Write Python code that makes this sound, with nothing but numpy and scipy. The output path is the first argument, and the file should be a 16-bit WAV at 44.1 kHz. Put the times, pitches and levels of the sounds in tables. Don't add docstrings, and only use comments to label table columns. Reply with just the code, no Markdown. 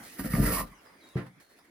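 import sys
import numpy as np
from scipy import signal
from scipy.fft import rfft, irfft, next_fast_len
from scipy.io import wavfile
from scipy.ndimage import uniform_filter1d, map_coordinates

SR = 44100
rng = np.random.default_rng(int(sys.argv[2]) if len(sys.argv) > 2 else 0)


def dump_mix(stems):
    frames = np.atleast_2d(stems).T
    limited = np.clip(frames, -1, 1)
    pcm = np.round(limited * 32767).astype(np.int16)
    wavfile.write(sys.argv[1], SR, pcm)


def nominal_scale(level):
    x = np.asarray(level, float) / 20
    return 10 ** x


N = 74970

# (frequency [Hz], level [dB], t60 [s])
BOX_MODES = [(109.4, -8.5, 0.23), (152, 4, 0.095), (183.3, 4, 0.17), (234.5, -1.5, 0.15), (292.6, 0, 0.19),
             (341, -6.5, 0.089), (408.5, -4, 0.079), (456.2, -2, 0.074), (521, -9, 0.19), (677, -6, 0.1),
             (732, -9, 0.14), (1016, -9, 0.04), (1083, -26, 0.37), (1190, -7.5, 0.2), (1322, -8, 0.17),
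             (2195, -8, 0.094)]
# (frequency [Hz], correlation [-1 to 1])
NEAR_ALIKE = [(60, 0.36), (290, 1), (640, 0.23), (1400, 0.39), (3100, 0.097), (6800, 0.68), (15000, 0.12)]
# (frequency [Hz], left over right [dB])
NEAR_LEAN = [(300, 2), (700, -0.5), (1300, -8), (2400, -1), (4400, 0.5), (8100, -1.5), (15000, -9.5)]


def unit(x):
    return x / np.sqrt(np.mean(x ** 2) + 1e-20)


def along(points, hz):
    f, v = np.transpose(points)
    return np.interp(np.log(hz + 1), np.log(f + 1), v)


def curves(rows):
    s, *cols = np.transpose(rows)
    return [np.interp(np.arange(N) / SR, s, c) for c in cols]


def wobble(rate):
    return map_coordinates(rng.standard_normal(N // 50), [np.arange(N) * rate / SR])


def filtered(x, response):
    m = next_fast_len(N + SR // 2)
    return irfft(rfft(x, m) * response(np.fft.rfftfreq(m, 1 / SR)), m)[..., :N]


def ringing(modes):
    def response(f):
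        total = 0
        for hz, db, t60 in modes:
            damping = 1j * f * np.log(1000) / (np.pi * t60)
            total = total + nominal_scale(db) * SR * hz / (2 * np.pi) / (hz * hz - f * f + damping)
        return total
    return response


def snaps(per_s, spread_db):
    hit = rng.random((2, N)) < per_s / SR
    return hit * rng.standard_normal((2, N)) * nominal_scale(spread_db * rng.exponential(size=(2, N)))


def spread(pair, spectrum, alike, lean, lag_us=48.6):
    def mid_side(hz):
        turn = np.arccos(np.clip(along(alike, hz), -1, 1)) / 2
        return nominal_scale(along(spectrum, hz)) * [np.cos(turn), np.sin(turn)]

    def left_right(hz):
        half = nominal_scale(along(lean, hz) / 2) * np.exp(-1j * np.pi * hz * lag_us / 10 ** 6)
        return np.array([half, 1 / half])

    mid, side = filtered(pair, mid_side)
    both = filtered(np.array([mid + side, mid - side]), left_right)
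    return both / np.sqrt(np.mean(both.mean(axis=0) ** 2))


def patchy(pair, depth_db, bins_count, frames_count):
    z = signal.stft(pair, nperseg=512)[2]
    field = rng.standard_normal(z.shape[1:])
    field = uniform_filter1d(uniform_filter1d(field, bins_count, 0), frames_count, 1)
    return signal.istft(z * nominal_scale(depth_db * unit(field)), nperseg=512)[1][:, :N]


def garden():
    # (time [s], level [dB])
    air = [(0, -51.5), (.17, -53.5), (.7, -60), (.8, -60.5), (.9, -61), (1.0, -61.5), (1.1, -58),
           (1.35, -65), (1.5, -69.5), (1.58, -61.5), (1.7, -64)]
    # (frequency [Hz], level [dB])
    hush_colour = [(25, -7), (100, -18.5), (160, -5), (290, 2), (430, -8), (1300, -9.5), (2100, -7),
                   (2800, -17.5), (4500, -20), (6500, -22), (7300, -26.5), (8300, -29), (9500, -19),
                   (12000, -27), (15900, -32)]
    # (frequency [Hz], level [dB])
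    road_colour = [(20, 10), (50, 13), (100, 14), (200, -28), (400, -76)]
    # (frequency [Hz], correlation [-1 to 1])
    far_alike = [(60, 0.4), (290, 0.97), (640, 0.46), (1400, 0.23), (3100, 0.042), (15000, 0.25)]
    even = [(100, -0.22), (10000, -1.6)]  # (frequency [Hz], left over right [dB])
    road_db, gust_db = -82, 0.7
    air_db, = curves(air)
    pair = patchy(rng.standard_normal((2, N)), depth_db=4, bins_count=4, frames_count=10)
    road = nominal_scale(road_db) * spread(rng.standard_normal((2, N)), road_colour, far_alike, even, lag_us=0)
    hush = spread(pair, hush_colour, far_alike, even, lag_us=0)
    return road + nominal_scale(air_db + gust_db * wobble(10.13)) * hush


def bird():
    # (start [s], length [s], held pitch [Hz], start above it [Hz], relative level [dB])
    song = [(.772, .03, 4900, 1200, -72), (.848, .047, 4880, 550, -66), (.92, .11, 4880, 150, -74),
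            (1.005, .138, 3790, 600, -65), (1.066, .02, 4260, 80, -64), (1.128, .03, 3050, 700, -67),
            (1.412, .145, 4270, 20, -73.5), (1.585, .014, 4750, 350, -66)]
    rise_s, drop_s = 0.004, 0.012
    flutter_hz, flutter_depth = 60, 0.15
    burr_share, waver_db = 0.16, 1.3
    out = np.zeros(N + SR)
    burr = burr_share * wobble(300)
    for s, length, hz, over_hz, db in song:
        t = np.arange(round(length * SR)) / SR
        start = round(s * SR)
        flutter = 1 + flutter_depth * np.sin(2 * np.pi * flutter_hz * t)
        shape = (1 - np.exp(-t / rise_s)) * (1 - (t / length) ** 8) * flutter
        pitch = hz + over_hz * (burr[start:][:len(t)] + np.exp(-t / drop_s))
        out[start:][:len(t)] += nominal_scale(db + 6.5) * shape * np.sin(2 * np.pi * np.cumsum(pitch) / SR)
    return out[:N] * nominal_scale(waver_db * wobble(40))


def fence(x):
    # (frequency [Hz], t60 [s])
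    decay = [(100, 0.25), (1000, 0.14), (10000, 0.029)]
    hz, t, z = signal.stft(rng.standard_normal((2, SR // 2)), SR, nperseg=256)
    z = np.array([z[0], np.where(hz[:, None] < 200, z[0], z[1])])
    tail = signal.istft(z * nominal_scale(-60 * t / along(decay, hz)[:, None]), SR, nperseg=256)[1]
    tail = tail / np.linalg.norm(tail[0])
    late = np.pad(x, (500, 0))[None]
    return signal.fftconvolve(late, tail, axes=1)[:, :N]


def scuffs():
    # (time [s], dull level [dB], rise time constant [s], t60 [s], bright level [dB])
    brushes = [(.02, -50, 0.09, 0.34, -38.5), (0.665, -51, 0.0071, 0.12, -57),
               (0.808, -61, 0.0051, 0.98, -69.5), (0.854, -58.5, 0.015, 0.22, -78),
               (1.028, -54.5, 0.02, 0.18, -62), (1.087, -79, 0.0034, 0.021, -52),
               (1.161, -37.5, 0.011, 0.25, -58.5), (1.262, -53, 0.0034, 0.065, -62),
               (1.399, -63, 0.0013, 0.38, -62.5), (1.489, -65.5, 0.015, 0.52, -67.5),
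               (1.586, -57, 0.0036, 0.041, -60), (1.639, -59, 0.0066, 0.1, -66)]
    # (frequency [Hz], level [dB])
    dull_colour = [(250, -12), (450, 0), (800, -5), (1200, -6), (1900, -4), (2500, -13.5), (3500, -20),
                   (5200, -25.5), (8000, -55)]
    # (frequency [Hz], level [dB])
    bright_colour = [(2000, -16), (4000, -2), (6500, -7.5), (8300, -4.5), (10000, -3), (12500, -11),
                     (15000, -10), (16000, -11)]
    grains_per_s, grain_spread_db = 8000, 1.8
    since = np.clip(np.arange(N) / SR - np.array(brushes)[:, :1], 0, 9)
    dull_db, rise, t60, bright_db = np.transpose(brushes)[1:, :, None]
    shape = nominal_scale(-60 * since / t60 + 0.79 * wobble(67.7)) * (1 - np.exp(-since / rise))
    dull = spread(snaps(grains_per_s, grain_spread_db), dull_colour, NEAR_ALIKE, NEAR_LEAN)
    bright = spread(snaps(grains_per_s, grain_spread_db), bright_colour, NEAR_ALIKE, NEAR_LEAN)
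    return (nominal_scale(dull_db) * shape).sum(axis=0) * dull + (nominal_scale(bright_db) * shape).sum(axis=0) * bright


def jolts():
    # (time [s], relative wall ring [dB], contact [ms], flex [dB], relative thud [dB])
    pushes = [(.004, -45, 2.24, -61, -42), (0.191, -33, 1.6, -26.5, -30), (0.202, -45, 1.2, -30, -41),
              (0.242, -24.5, 2.12, -32, -27.5), (0.261, -33, 1.75, -37, -32.5),
              (0.302, -32.5, 2.53, -29.5, -26), (0.3364, -25.5, 2.54, -21, -13.5),
              (0.351, -24, 2.22, -31, -31), (0.363, -15, 2.52, -30, -14.5), (.381, -16.5, 2.12, -18.5, -22),
              (.398, -37, 3.06, -17, -18), (0.411, -17.5, 2.68, -23.5, -21.5),
              (.424, -24.5, 2.02, -26, -24.5), (0.442, -43, 2.24, -26, -53), (0.518, -26, 2.9, -28, -34),
              (0.564, -53, 1.73, -41.5, -35), (0.609, -38, 2.37, -29, -28), (0.64, -51, 2.5, -33, -45),
              (0.713, -67, 2.6, -54.5, -47.5), (1.1543, -24, 3.3, -70, -19), (1.1552, -45, 1.07, -70, -30),
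              (1.166, -33, 1.15, -70, -37), (1.185, -36, 1.2, -70, -40), (1.209, -41, 2.8, -70, -38),
              (1.248, -48, 3, -70, -44), (1.262, -43.5, 2.86, -72, -40), (1.278, -51, 2.85, -74, -52.5)]
    mix_db = 2
    flex_hz, flex_t60 = 49, 0.22
    thud_cycles_per_contact, thud_t60 = 0.422, 0.048
    out, t = np.zeros(N + SR), np.arange(SR // 2) / SR
    mix = rng.standard_normal((len(pushes), len(BOX_MODES)))
    hz, level, t60 = np.transpose(BOX_MODES)[:, :, None]
    for (s, db, ms, flex_db, thud_db), m in zip(pushes, mix):
        soft = 1 / (1 + (hz * ms / 900) ** 2)
        mode_amp = soft * nominal_scale(level + mix_db * m[:, None] - 60 * t / t60)
        ring = (mode_amp * np.sin(2 * np.pi * hz * t)).sum(axis=0)
        flex = nominal_scale(flex_db - 60 * t / flex_t60) * np.sin(2 * np.pi * flex_hz * t)
        flex = flex * (1 - np.exp(-t / 0.016))
        thud_hz = thud_cycles_per_contact / (ms / 1000)
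        thud = nominal_scale(thud_db + 6 - 60 * t / thud_t60) * np.sin(2 * np.pi * thud_hz * t)
        onset = 1 - np.exp(-(t / 0.003) ** 2)
        out[round(s * SR):][:len(t)] += flex + (nominal_scale(db - 5.5) * ring - thud) * onset
    return out[:N]


def cracks():
    # (time [s], relative level [dB])
    loud_plies = [(0.195, -33.5), (0.2456, -35), (0.3369, -27.5), (0.3515, -21), (0.364, -29), (.4416, -31),
                  (.567, -34), (.591, -32), (0.609, -35.5), (1.1543, -38), (1.182, -46)]
    # (frequency [Hz], level [dB], t60 [s])
    ply_modes = [(1200, 0, .015), (2100, -1, .012), (4800, -12, .004), (10500, -16, .004)]
    kicks = np.zeros(N)
    bursts = rng.standard_normal((len(loud_plies), 60)) * np.exp(-np.arange(60) / 25)
    for (s, db), burst in zip(loud_plies, bursts):
        kicks[round(s * SR):][:60] += nominal_scale(db - 15) * burst
    return filtered(kicks, ringing(ply_modes)) * nominal_scale([[-1.5], [1.5]])


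def rip():
    # (time [s], fibre crackle [dB], coarse ply force over fibre [dB])
    course = [(0.0, -61.5, -2), (0.082, -63, -1), (0.098, -80, -39), (0.136, -53, -12), (0.176, -57.5, -2),
              (0.196, -41, -2), (0.23, -57, 3.5), (0.258, -43, 0.5), (0.296, -51.5, -1.5),
              (0.308, -45.5, 0), (0.352, -42.5, 5.5), (0.38, -43.5, -0.5), (0.418, -42.5, 3),
              (0.476, -36, 2.5), (0.506, -38, 2.5), (0.572, -36.5, -1), (0.61, -38, 3.5), (0.63, -52, -0.5),
              (0.688, -73.5, -5), (0.75, -59.5, 15.5)]
    # (frequency [Hz], level [dB])
    fibre_colour = [(1530, -22.5), (2600, -10), (2910, -9.5), (3440, -18.5), (4840, -9), (6910, -16.5),
                    (10400, -2.5), (13200, -10), (15100, -3.5), (15900, -65)]
    # (frequency [Hz], level [dB])
    ply_colour = [(190, -87), (330, -13), (432, -6), (646, -1), (875, -38), (923, -1.5), (1090, -21.5),
                  (1310, -1), (1550, -8.5), (1870, -1), (2800, -22), (3640, -57), (6160, -120)]
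    # (frequency [Hz], level [dB], t60 [s])
    strip_modes = [(1950, -8, .015), (1120, 0, .025)]
    strip_long_s = 0.535
    fibres_per_s, fibre_spread_db = 14000, 1.8
    plies_per_s, ply_spread_db = 7000, 2.2
    shake_db, drum_tilt_db = -2, 2
    fibre_db, ply_db = curves(course)
    fade = np.clip((course[-1][0] - np.arange(N) / SR) / 0.061, 0, 1)
    clumps = 0.99 * wobble(88.55)

    fibres = spread(snaps(fibres_per_s, fibre_spread_db), fibre_colour, NEAR_ALIKE, NEAR_LEAN)
    fine = nominal_scale(fibre_db + clumps + wobble(34.7)) * fibres

    force = fade * nominal_scale(fibre_db + ply_db + clumps)
    plies = patchy(snaps(plies_per_s, ply_spread_db), depth_db=2.5, bins_count=2, frames_count=9)
    coarse = force * nominal_scale(-4.0) * spread(plies, ply_colour, NEAR_ALIKE, NEAR_LEAN)

    walls = lambda hz: ringing(BOX_MODES)(hz) * nominal_scale(drum_tilt_db * np.log2(hz / 500 + 0.3))
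    tearing = unit(plies[1])
    scale = tearing.std() / filtered(tearing, walls).std()
    drum = scale * filtered(force * tearing, walls)

    long = 1 / (1 + np.exp((strip_long_s - np.arange(N) / SR) / 0.03))
    short_ring, long_ring = [nominal_scale(db) * unit(filtered(plies[0], ringing([(hz, db, t60)])))
                             for hz, db, t60 in strip_modes]
    strip = force * ((1 - long) * short_ring + long * long_ring)
    return strip + fade * fine + coarse + nominal_scale(shake_db) * drum


def scene():
    box = rip() + cracks() + jolts() + scuffs()
    song = bird()
    box_echo = nominal_scale(-11.5) * fence(box.mean(axis=0))
    song_echo = nominal_scale(-10) * fence(song)
    return box + box_echo + 0.51 * song + song_echo + garden()


def low_pass(x):
    return signal.sosfilt(signal.butter(12, 16760, fs=SR, output="sos"), x)


def record(dry):
    cut_hz = 51.6
    cut = lambda hz: -hz * hz / (cut_hz ** 2 - hz * hz + 1.2j * hz * cut_hz)
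    return low_pass(filtered(dry, cut))


dry = scene()
out = record(dry)
dump_mix(out)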